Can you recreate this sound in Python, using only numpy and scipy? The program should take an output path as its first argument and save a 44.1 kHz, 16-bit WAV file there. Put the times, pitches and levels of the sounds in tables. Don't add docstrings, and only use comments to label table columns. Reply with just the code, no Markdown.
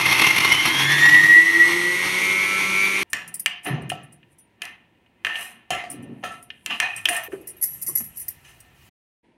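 import sys
import numpy as np
from scipy import signal
from scipy.fft import rfft, irfft, next_fast_len
from scipy.io import wavfile
from scipy.ndimage import uniform_filter1d, minimum_filter1d

SR = 44100
rng = np.random.default_rng(int(sys.argv[2]) if len(sys.argv) > 2 else 0)


def rack_gain(trim_db):
    fader = np.asarray(trim_db, float)
    return 10 ** (fader / 20)


def put_to_file(sound):
    columns = np.atleast_2d(sound).T
    safe = np.clip(columns, -1, 1)
    whole_steps = np.round(safe * 32767)
    wavfile.write(sys.argv[1], SR, whole_steps.astype(np.int16))


N = 413211

HANDS_FROM_S, BOWL_FROM_S, HANDS_TO_S = 3.04, 7.28, 8.89
JAR_DAMPING = .6
# pitch in Hz, relative level in dB, free t60 in seconds.
JAR_MODES = [(318, -26, .15), (722, -4, 0.17), (1165, -14, 0.25), (1326, -9, .3), (1563, -10, 0.039),
             (1725, -7, .2), (1805, 1, 0.18), (1927, -11, .3), (2060, -7, 0.3), (2480, -5, 0.25),
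             (2570, -8, .25), (2756, -3, .15), (2860, -3.5, 0.16), (2923, -12, .12), (3080, -1, 0.07),
             (3883, -17, 0.13), (4100, -16, .15), (5200, -22, 0.2), (6100, -9.5, 0.032), (6710, -19, .03),
             (9130, -21.5, .04), (10950, -27, 0.051)]
# pitch in Hz, relative level in dB, free t60 in seconds.
BANGLE_MODES = [(2090, 4, 0.09), (1950, -3, .07), (5330, -2, 0.13), (5800, -6, .15), (6000, 3, 0.2),
                (7860, -12, 0.061), (8570, -7, 0.12), (8500, -4, .1), (9420, 5, 0.05), (9560, 1, 0.34),
                (10470, -4, .2), (11390, 2, .2), (11100, -8, .2), (11520, -1, .15), (10900, -5, 0.3),
                (10200, -5, .2), (11600, -2.5, 0.3), (12550, -11, .16), (11770, -2, 0.21),
                (13100, -3, 0.23), (14700, -11.5, .12), (14600, -3.5, .1), (16200, -9.5, .1),
                (15300, -4.5, .12)]


def read(points, hz):
    f, value = np.transpose(points)
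    return np.interp(np.log(hz + 1), np.log(f + 1), value)


def evened(x):
    return x / np.sqrt(np.mean(x ** 2) + 1e-20)


def curves(rows):
    s, *columns = np.transpose(rows)
    return [np.interp(np.arange(N) / SR, s, c) for c in columns]


def swells(rows):
    t = np.arange(N) / SR
    envelopes = []
    for s, db, rise_s, fade_s, *_ in rows:
        fall_db = 60 * np.maximum((s - t) / rise_s, (t - s) / fade_s)
        same_side = (t < BOWL_FROM_S) == (s < BOWL_FROM_S)
        envelopes.append(rack_gain(db - fall_db) * same_side)
    return np.array(envelopes)


def colour(x, points):
    size = next_fast_len(N)
    gain = rack_gain(read(points, np.fft.rfftfreq(size, 1 / SR)))
    return evened(irfft(rfft(x, size) * gain, size)[:N])


def waver(hz, count=N):
    steps = rng.standard_normal(int(count / SR * hz) + 2)
    return np.interp(np.arange(count) / SR * hz, np.arange(len(steps)), steps)


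def grit(per_s, spread_db, hiss):
    size = rack_gain(spread_db * np.minimum(rng.exponential(1, N), 4)) * rng.choice([-1, 1], N)
    return evened(size * (rng.random(N) < per_s / SR)) + hiss * rng.standard_normal(N)


def rattle(modes, per_s, spread_db, hiss):
    out = np.zeros(N)
    for hz, db, t60 in modes:
        r = 10 ** (-3 / (t60 * SR))
        turn = 2 * np.pi * hz / SR
        shaken = grit(per_s, spread_db, hiss)
        out += rack_gain(db) * signal.lfilter([np.sin(turn)], [1, -2 * r * np.cos(turn), r * r], shaken)
    return evened(out)


def resonant_noise(hz, width):
    turn, r = np.exp(2j * np.pi * hz * np.arange(N) / SR), np.exp(-np.pi * width / SR)
    return evened((turn * signal.lfilter([1], [1, -r], rng.standard_normal(N) / turn)).real)


def add(mix, s, sound):
    end = round(BOWL_FROM_S * SR) if s < BOWL_FROM_S else N
    part = mix[round(s * SR):end][:len(sound)]
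    part += sound[:len(part)]


def strike(mix, modes, s, db, hz, damping, tick_db, chatter_db, octaves, chatter_s, rise_s, grip_s,
           crack_db, shine, far_db):
    f, level, t60 = np.transpose(modes)[:, :, None]
    t = np.arange(SR // 3) / SR
    luck, noise = rng.standard_normal((2, len(f), 1)), rng.standard_normal((3, len(t)))
    spread_db, detune = 3.0 * luck[0], 1 + .008 * luck[1]
    level = level - np.minimum(6 * (np.log2(f / hz) / octaves) ** 2, far_db) + spread_db
    decay = rack_gain(level - 60 * t / (t60 * np.clip(damping, .05, 3)))
    ring = (decay * np.sin(2 * np.pi * f * detune * t)).sum(0)
    ring /= abs(ring).max()
    tick = signal.lfilter(*signal.butter(2, shine, "band", fs=SR), noise[0])
    contacts = noise[1] * rack_gain(6.0 * noise[2] - 60 * t / chatter_s)
    chatter = signal.fftconvolve(contacts, ring + 0.22 * tick * (t < .001))[:len(t)]
    chatter /= np.sqrt(np.mean(chatter[:SR // 30] ** 2))
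    around = (0.95 * hz, min(1.093 * hz, 16000))
    crack = signal.lfilter(*signal.butter(2, around, "band", fs=SR), noise[2])
    crack *= rack_gain(crack_db - 60 * t / 0.027)
    left_ringing = .06
    blow = crack + ring * (rack_gain(-60 * t / grip_s) + left_ringing)
    sound = blow + rack_gain(tick_db - 60 * t / 0.012) * tick + 0.17 * rack_gain(chatter_db) * chatter
    add(mix, s, rack_gain(db) * sound * (1 - np.exp(-t / rise_s)))


def motor(speed, n, slot_db, bar_db, shaft_db):
    # multiple of the shaft speed, relative level in dB.
    shaft_lines = [(1, -7.5), (2, -4.5), (3, -12), (4, -14.5), (5, -4), (5.5, 0), (6, 1.5), (7, -1), (8, 0),
                   (9, -3), (10, -15), (10.5, -2), (11, 6), (13, 4), (13.5, -3), (14, 1), (14.5, -4),
                   (15, 0), (16, -3), (17, -3), (18, -3), (19, -2.5), (19.5, -4), (20.5, -6), (21.5, -9),
                   (22, -9), (26, -13), (28.5, -13), (29.5, -8), (30, -8.5), (31, -9), (31.5, -7), (32, -6),
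                   (32.5, -5), (33, -6), (36, -4), (48, 1), (72, -6)]
    # throb steps from the slot whine, relative dB.
    throb_lines = [(-2, -25), (-1, -4), (0, 0), (1, -3), (2, -13)]
    # pitch in Hz, width in Hz, lift in dB added to the plain tone.
    housing_modes = [(142, 16, 19), (196, 26, 9), (335, 36, 19), (535, 40, 15), (1335, 60, 9),
                     (1930, 80, 19.5), (2145, 40, 6)]
    # middle in seconds, depth in dB.
    whine_dips = [(1.005, -6), (1.105, -6), (1.222, -9), (1.277, -6), (1.45, -9), (1.52, -7), (1.585, -11),
                  (1.702, -11), (1.755, -6), (1.83, -10), (1.96, -6), (2.2, -6)]
    throb_hz, slots, bars, dip_s = 99, 12, 24, .011
    bar_rough = .14
    fading_db = 1.4
    buried_db_per_turn, smooth_speed = .45, 184
    turns, t = np.cumsum(speed)[:n] / SR, np.arange(n) / SR
    lumpy = np.clip((185 - speed[:n]) / 70, 0, 1)

    def tone(order, steps, db):
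        hz = order * speed[:n] + steps * throb_hz
        lift = 1 + sum(rack_gain(d) / (1 + (2 * (hz - f) / w) ** 2) for f, w, d in housing_modes)
        rough = .3 * (order / 48) ** 2
        rough = rough + (order % bars == 0) * order / bars * bar_rough * lumpy
        phase = order * turns + steps * throb_hz * t + rng.random() + rough * waver(250, count=n)
        level_db = db[:n] + 2.8 * waver(26, count=n) + fading_db * (waver(9, count=n) - .2)
        return np.sqrt(2) * lift * rack_gain(level_db) * np.cos(2 * np.pi * phase)

    buried_db = buried_db_per_turn * np.maximum(smooth_speed - speed, 0)
    shaft = sum(tone(k, 0, shaft_db + db - buried_db * (2.5 < k < 35)) for k, db in shaft_lines)
    seconds = np.arange(N) / SR
    dips_db = sum(db * np.exp(-((seconds - s) / dip_s) ** 2) for s, db in whine_dips)
    slot = sum(tone(slots, k, slot_db + dips_db + db) for k, db in throb_lines)
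    return shaft + slot + tone(bars, 0, bar_db)


def chopping(chop_db):
    # pitch in Hz, relative dB per Hz.
    tumble_spectrum = [(24, -66), (60, -34), (293, -17), (593, -23.5), (1060, -5.5), (1620, -15),
                       (2090, -1), (2370, -6.5), (5730, -22), (7010, -30), (11300, -22), (15300, -41),
                       (16500, -75.5)]
    # pitch in Hz, width in Hz, relative level in dB.
    loaded_modes = [(323, 32, -14.5), (1110, 220, -16), (2130, 40, -4), (2720, 70, -9), (3270, 150, -3.5),
                    (3653, 60, -14.5), (4270, 60, -12), (5210, 70, -17), (5655, 50, -12), (6300, 60, -15),
                    (9250, 80, -19.5), (10900, 100, -13), (11600, 150, -14)]
    # pitch in Hz, width in Hz, relative level in dB.
    base_modes = [(140, 70, -11), (884, 90, -10.5)]
    # time in seconds, relative level in dB.
    thrown_pieces = [(0.0114, -26.5), (0.0563, -13.5), (0.122, -19.5), (0.191, -10.5), (0.2145, -9.5),
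                     (0.238, -16), (0.2644, -11), (0.3044, -13), (0.3614, -12.5), (0.3788, -7),
                     (0.4026, -8.5), (0.4457, -8), (0.519, -10), (0.542, -16), (0.6534, -14.5),
                     (0.745, -15), (1.055, -11), (1.0894, -13.5), (1.1433, -16), (1.234, -13), (1.26, -16)]
    # time in seconds, level in dB between bursts.
    main_ring = [(0, -32), (.17, -29), (.25, -23), (.5, -23), (.62, -26), (.75, -36), (1.3, -45),
                 (3.03, -60)]
    burst = np.zeros(N)
    for s, db in thrown_pieces:
        add(burst, s - .004, rack_gain(db + 12) * signal.windows.hann(900))
    modes = [(f, db, 2.2 / max(w, 35)) for f, w, db in loaded_modes + base_modes]
    ring = rattle(modes, 1300, 3.2, .6)
    tumble = colour(grit(3000, 3.1, .8), tumble_spectrum)
    chop = rack_gain(chop_db + 2.4 * waver(25)) * (1 + burst) * (rack_gain(-1.5) * ring + tumble)
    return chop + rack_gain(curves(main_ring)[0]) * (1 + .5 * burst) * resonant_noise(2120, 40)


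def fan(speed):
    # pitch in Hz, relative dB per Hz.
    wind_spectrum = [(24, -70), (60, -40), (186, -18.5), (367, -2.5), (707, -22), (1330, -16.5),
                     (1430, -12), (2370, -4.5), (2620, -5), (3700, -11), (5310, -20.5), (6180, -11.5),
                     (7370, -21), (9400, -14), (10300, -19), (11300, -16.5), (15300, -42.5), (16500, -70)]
    level_db = -30.3 + 42 * np.log10(speed / 190) + 1.6 * waver(6.2)
    return rack_gain(level_db) * colour(rng.standard_normal(N), wind_spectrum)


def grinder():
    # time in seconds, then the levels in dB of the chopping,
    # slot whine, commutator whine and shaft tones.
    load_levels = [(0, -22.5, -62, -31, -60), (.3, -23.5, -55, -29, -57), (.69, -25, -42, -25, -50),
                   (.9, -26, -30, -28, -44), (1.15, -25.5, -27, -35, -42.5), (1.45, -29, -30, -48, -50),
                   (1.77, -33, -30.5, -46, -44), (1.9, -33, -36.5, -47, -47), (2.1, -33.5, -34, -47, -47),
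                   (2.36, -33.5, -29, -47, -46.5), (2.55, -34, -28, -47, -47), (2.82, -33, -25.5, -47, -46),
                   (3.032, -34.5, -30, -48, -46.5)]
    # time in seconds, speed in turns per second.
    shaft_speed = [(0, 102), (.69, 130.8), (1.0, 148), (1.2, 155.4), (1.5, 165.7), (1.77, 173.7),
                   (2.1, 183), (2.36, 187.7), (2.7, 192.1), (3.032, 194.8)]
    chop_db, slot_db, bar_db, shaft_db = curves(load_levels)
    n = round(shaft_speed[-1][0] * SR)
    speed = uniform_filter1d(curves(shaft_speed)[0], size=4000)
    tug = .0008 + .004 * np.clip((185 - speed) / 70, 0, 1)
    speed = speed * (1 + tug * waver(60))
    high = signal.butter(2, 95, "high", fs=SR, output="sos")
    noise = signal.sosfilt(high, chopping(chop_db) + fan(speed))
    out = np.zeros(N)
    out[:n] = motor(speed, n, slot_db, bar_db, shaft_db) + noise[:n]
    return out


def knocks():
    # start in seconds, level in dB, Hz where the blow lands strongest,
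    # relative tick in dB, relative chatter in dB.
    ladle_blows = [(3.132, -4, 2300, -3.5, -11), (3.46, 3, 2300, -8, -27), (3.9, -8, 2780, -15, -35),
                   (3.918, -13, 700, -30, -9), (4.23, -36, 2630, -45, -21), (4.619, -9.5, 2770, -11, -20),
                   (4.653, -24, 2800, -2, -20), (5.062, -42, 2950, -20, -25), (5.248, -1, 2200, -20, -20),
                   (5.268, -4, 1750, -24, -23), (5.356, -11, 2700, -30, -14), (5.409, -20, 2300, -18, -5),
                   (5.705, -10, 719, -6, -1.5), (5.839, -23, 684, -17, -3.5), (6.237, -12, 729, -30, -6),
                   (6.2392, -17, 1320, -30, -8), (6.503, -16, 3050, -30, -28),
                   (6.661, -10.5, 2520, -2, -13), (6.708, -14, 2940, -16, -5), (6.801, 3, 2200, -13, -24),
                   (7.055, 1, 3100, -12, -21), (7.087, -2, 1830, -12, -17)]
    out = np.zeros(N)
    for s, db, hz, tick_db, chatter_db in ladle_blows:
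        strike(out, JAR_MODES, s, db, hz, JAR_DAMPING, tick_db, chatter_db, octaves=.75, chatter_s=.32,
               rise_s=.0004, grip_s=.06, crack_db=4.3, shine=(3000, 11000), far_db=17)
    return out


def clinks():
    # start in seconds, level in dB, Hz of the strongest ring, damping factor.
    bangle_hits = [(3.0994, -34, 9580, .34), (3.2765, -27, 9630, .1), (3.3405, -16, 9200, .12),
                   (3.3945, -15, 10300, .12), (3.632, -36, 8500, .27), (3.6451, -24, 9600, .1),
                   (3.665, -26, 10470, .3), (3.8189, -42, 9300, .07), (3.8928, -24, 9650, .18),
                   (4.0307, -41, 9420, .19), (4.1231, -38, 9300, .25), (4.3834, -38, 9560, .3),
                   (5.9, -22, 9460, .2), (5.91, -25, 9550, .25), (6.0252, -42, 8580, .19),
                   (6.243, -34, 7000, .07), (6.258, -37, 8600, .1), (6.4253, -33, 9610, .25),
                   (6.9617, -21, 8500, .2), (7.0872, -9.5, 9150, .2), (7.163, -17.5, 8600, .1),
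                   (7.2343, -24, 13300, .15), (7.4122, -40, 11200, .08), (7.4714, -21, 10900, .15),
                   (7.487, -24, 9600, .2), (7.5662, -35, 11600, .34), (7.6125, -17, 11800, .2),
                   (7.6246, -7, 11600, .2), (7.634, -6, 11400, .15), (7.655, -17, 11400, .7),
                   (7.7315, -21, 11600, .3), (7.8146, -20, 10900, .1), (7.8226, -15, 10900, .12),
                   (7.864, -10, 11400, .25), (7.878, -14, 10200, .3), (7.9525, -6, 11200, .25),
                   (7.972, -11, 10900, .4), (8.0376, -23.5, 11300, .4), (8.158, -30, 11600, .2),
                   (8.1703, -19, 11600, .2), (8.1946, -20, 11600, .2), (8.212, -23, 10200, .25),
                   (8.2815, -13, 13300, .08), (8.3, -28, 10900, .2), (8.6023, -35, 8500, .06)]
    out = np.zeros(N)
    for s, db, hz, damping in bangle_hits:
        strike(out, BANGLE_MODES, s, db, hz, damping, tick_db=-15, chatter_db=0, octaves=.15,
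               chatter_s=.03 + .35 * damping, rise_s=.0015, grip_s=.09, crack_db=-13,
               shine=(8500, 15500), far_db=21)
    bright = signal.sosfilt(signal.butter(8, 4700, "high", fs=SR, output="sos"), out)
    body = signal.sosfilt(signal.butter(2, (1850, 2300), "band", fs=SR, output="sos"), out)
    return bright + body


def scraping(busy, bowl):
    # pitch in Hz, relative dB per Hz.
    scrape_spectrum = [(120, -38.5), (200, -28), (311, -25.5), (473, -22.5), (763, 1), (1400, -4.5),
                       (1810, -3), (2560, 2), (4680, -22), (7000, -30), (9230, -28), (16000, -42.5)]
    # start in seconds,
    # length in seconds, level in dB, Hz where it is strongest, width in Hz.
    short_strokes = [(3.14, .09, -34, 2030, 70), (3.462, 0.15, -29.5, 2920, 500),
                     (3.645, 0.26, -35, 600, 500), (4.625, .14, -41, 2050, 250),
                     (5.275, 0.17, -29, 1810, 120), (5.28, .16, -33, 2800, 500),
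                     (5.355, 0.065, -39, 9000, 1500), (5.707, 0.05, -26, 2820, 400),
                     (5.71, .16, -32, 2090, 110), (6.228, .02, -36, 740, 150), (6.24, 0.17, -33, 1324, 30),
                     (6.318, .035, -45, 9000, 1500), (6.694, 0.085, -22, 2900, 250),
                     (6.7, .075, -33, 1160, 60), (6.808, 0.22, -28, 2510, 90), (6.81, .14, -28, 1810, 110),
                     (6.815, .12, -38, 781, 40), (7.08, .18, -30, 668, 40), (7.15, 0.06, -24, 1820, 60),
                     (7.316, 0.052, -40, 1390, 300), (8.005, 0.014, -41, 1020, 500),
                     (8.44, 0.12, -49, 7400, 2500), (8.48, 0.049, -63, 1480, 300)]
    # peak in seconds, level in dB,
    # seconds to swell by 60 dB, seconds to fade by 60 dB.
    paste_swells = [(3.22, -43, .3, .5), (3.666, -29.5, .06, .35), (3.99, -51, .3, .5), (4.64, -44, .1, .5),
                    (5.42, -40.5, .4, .6), (5.79, -35, .12, .25), (5.92, -51, .3, 1.2),
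                    (6.83, -28.5, .13, .14), (6.98, -42, .07, .15), (7.13, -32, .25, .4),
                    (7.26, -46, .3, .3)]
    jar = rattle([(f, db, JAR_DAMPING * t60) for f, db, t60 in JAR_MODES], 600, 4.0, .5)
    scrape = evened(jar + 0.7 * colour(grit(2500, 3.5, .5), scrape_spectrum))
    strokes = np.zeros(N)
    for s, length, db, hz, width in short_strokes:
        piece = scrape[round(s * SR):][:round(length * SR)]
        peak = signal.lfilter(*signal.iirpeak(hz, hz / width, SR), piece)
        piece = evened(evened(piece) + 2.2 * evened(peak))
        fading_db = db + np.linspace(0, -16, len(piece))
        add(strokes, s, rack_gain(fading_db) * piece * signal.windows.tukey(len(piece), .25))
    rub = swells(paste_swells).sum(0) + rack_gain(np.where(bowl, -60, -74))
    return strokes + busy * rub * scrape


def jostling():
    # peak in seconds, level in dB, seconds to swell by 60 dB,
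    # seconds to fade by 60 dB.
    jostle_swells = [(3.66, -60, .1, .4), (4.33, -63, .2, .12), (4.63, -50, .02, .3), (5.42, -37, .25, .32),
                     (6.35, -58, .8, .35), (6.76, -56, .8, 1.5), (6.98, -49.5, .12, .4),
                     (7.13, -32, .1, .35), (7.33, -52, .1, .3), (7.72, -49, .4, 1.0), (7.92, -46, .5, .7),
                     (8.01, -41, .3, .07), (8.2, -51, .3, .5), (8.49, -57, .25, .3)]
    jingle = colour(grit(1500, 4.0, .6),
                    [(4200, -45), (6000, -19), (9500, -1), (12000, -8.5), (16000, -20)])
    jostle = evened(.4 * rattle(BANGLE_MODES, 200, 4.5, .4) + jingle)
    return swells(jostle_swells).sum(0) * jostle


def low_bumps():
    # peak in seconds, level in dB, seconds to swell by 60 dB,
    # seconds to fade by 60 dB, pitch in Hz.
    bump_rows = [(3.236, -50, .12, 1.2, 165), (3.67, -30, .05, .75, 300), (3.71, -26, .09, .9, 142),
                 (4.7, -57, .6, .25, 220), (5.28, -48, .15, .25, 335), (5.57, -52, .25, .12, 214),
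                 (5.74, -53, .05, 1.5, 325), (5.92, -41, .1, .8, 270), (6.07, -37, .5, .9, 245),
                 (6.0, -43, .4, 1.4, 140), (6.72, -42, .18, .22, 230), (6.98, -44, .06, .07, 165),
                 (7.0, -52, .8, 1.5, 100), (7.1, -40, .12, .25, 323), (7.285, -39, .02, .15, 450),
                 (7.336, -28, .05, .09, 378), (7.37, -43, .1, .8, 360), (7.9, -53, 2.0, 2.5, 150),
                 (7.885, -42, .03, .3, 346), (7.893, -34, .06, .09, 1110), (8.01, -36, .03, .06, 212)]
    low = np.zeros(N)
    for swell, row in zip(swells(bump_rows), bump_rows):
        low += swell * resonant_noise(row[4], min(.17 * row[4], 60))
    low += rack_gain(-65) * resonant_noise(200, 180) * (np.arange(N) / SR > HANDS_FROM_S)
    return signal.lfilter(*signal.butter(2, (85, 700), "band", fs=SR), low)


def grip(bowl):
    noise = colour(rng.standard_normal(N), [(20, -19), (50, -3), (110, 0), (200, -29)])
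    return noise * rack_gain(np.where(bowl, -57, -69) + 2.5 * waver(7))


def hands():
    t = np.arange(N) / SR
    busy, bowl = (t > HANDS_FROM_S) & (t < HANDS_TO_S), t > BOWL_FROM_S
    struck = knocks() + clinks() + scraping(busy, bowl)
    return struck + low_bumps() + busy * (jostling() + grip(bowl))


def kitchen(x):
    t = np.arange(SR // 2) / SR
    taps = rng.choice([-1, 1], len(t)) * (rng.random(len(t)) < 2500 / SR) * (t > .004)
    dull = uniform_filter1d(taps * 1., size=6)
    tail = dull * rack_gain(-60 * t / .45) + (taps - dull) * rack_gain(-60 * t / 0.2)
    return signal.oaconvolve(x, tail / np.linalg.norm(tail))[:N]


def kitchen_air():
    # pitch in Hz, relative dB per Hz.
    air_spectrum = [(15, -43), (25, -3.5), (245, -17.5), (280, -27), (339, -1), (399, -18.5), (878, -15),
                    (952, -8.5), (1150, -29), (1930, -16.5), (4000, -27), (7510, -36), (9330, -29.5),
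                    (16500, -63.5)]
    return rack_gain(-66.5 + 0.92 * waver(16)) * colour(rng.standard_normal(N), air_spectrum)


def scene():
    near, before = hands(), np.arange(N) / SR < BOWL_FROM_S
    room = kitchen(near * before) * before + kitchen(near * ~before)
    return (grinder() + near + rack_gain(-14) * room + kitchen_air())[None]


def suppress(x, below_db, depth_db):
    hz, _, z = signal.stft(x, SR, nperseg=512)
    power = uniform_filter1d(uniform_filter1d(abs(z) ** 2, size=12, axis=1), size=3, axis=2)
    power_db = 10 * np.log10(power + 1e-18)
    treble = np.clip(hz[:, None] / 2000 - 1.5, 0, 1)
    shut = np.clip((below_db - power_db) / 10, 0, 1) * treble
    return signal.istft(z * rack_gain(depth_db * shut), SR, nperseg=512)[1][:, :N]


def limit(x, ceiling_db):
    peak = -minimum_filter1d(-abs(x), size=441, axis=1)
    return x * uniform_filter1d(np.minimum(1, rack_gain(ceiling_db) / (peak + 1e-9)), size=221, axis=1)


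def top_cut(x):
    return signal.sosfilt(signal.butter(12, 16810, fs=SR, output="sos"), x)


def record(dry):
    # start in seconds, end in seconds.
    muted_span = (8.897, 9.228)
    t = np.arange(N) / SR
    heard = np.clip(np.maximum(muted_span[0] - t, (t - muted_span[1]) / 6) / 0.0028, 0, 1)
    dry = signal.sosfilt(signal.butter(3, 55, "high", fs=SR, output="sos"), dry)
    dry = signal.oaconvolve(dry, signal.firwin(255, 15900, fs=SR)[None], "same")
    mix = limit(suppress(dry, below_db=-82, depth_db=-7), ceiling_db=-1.5) * heard
    return top_cut(mix)


dry = scene()
out = record(dry)
put_to_file(out)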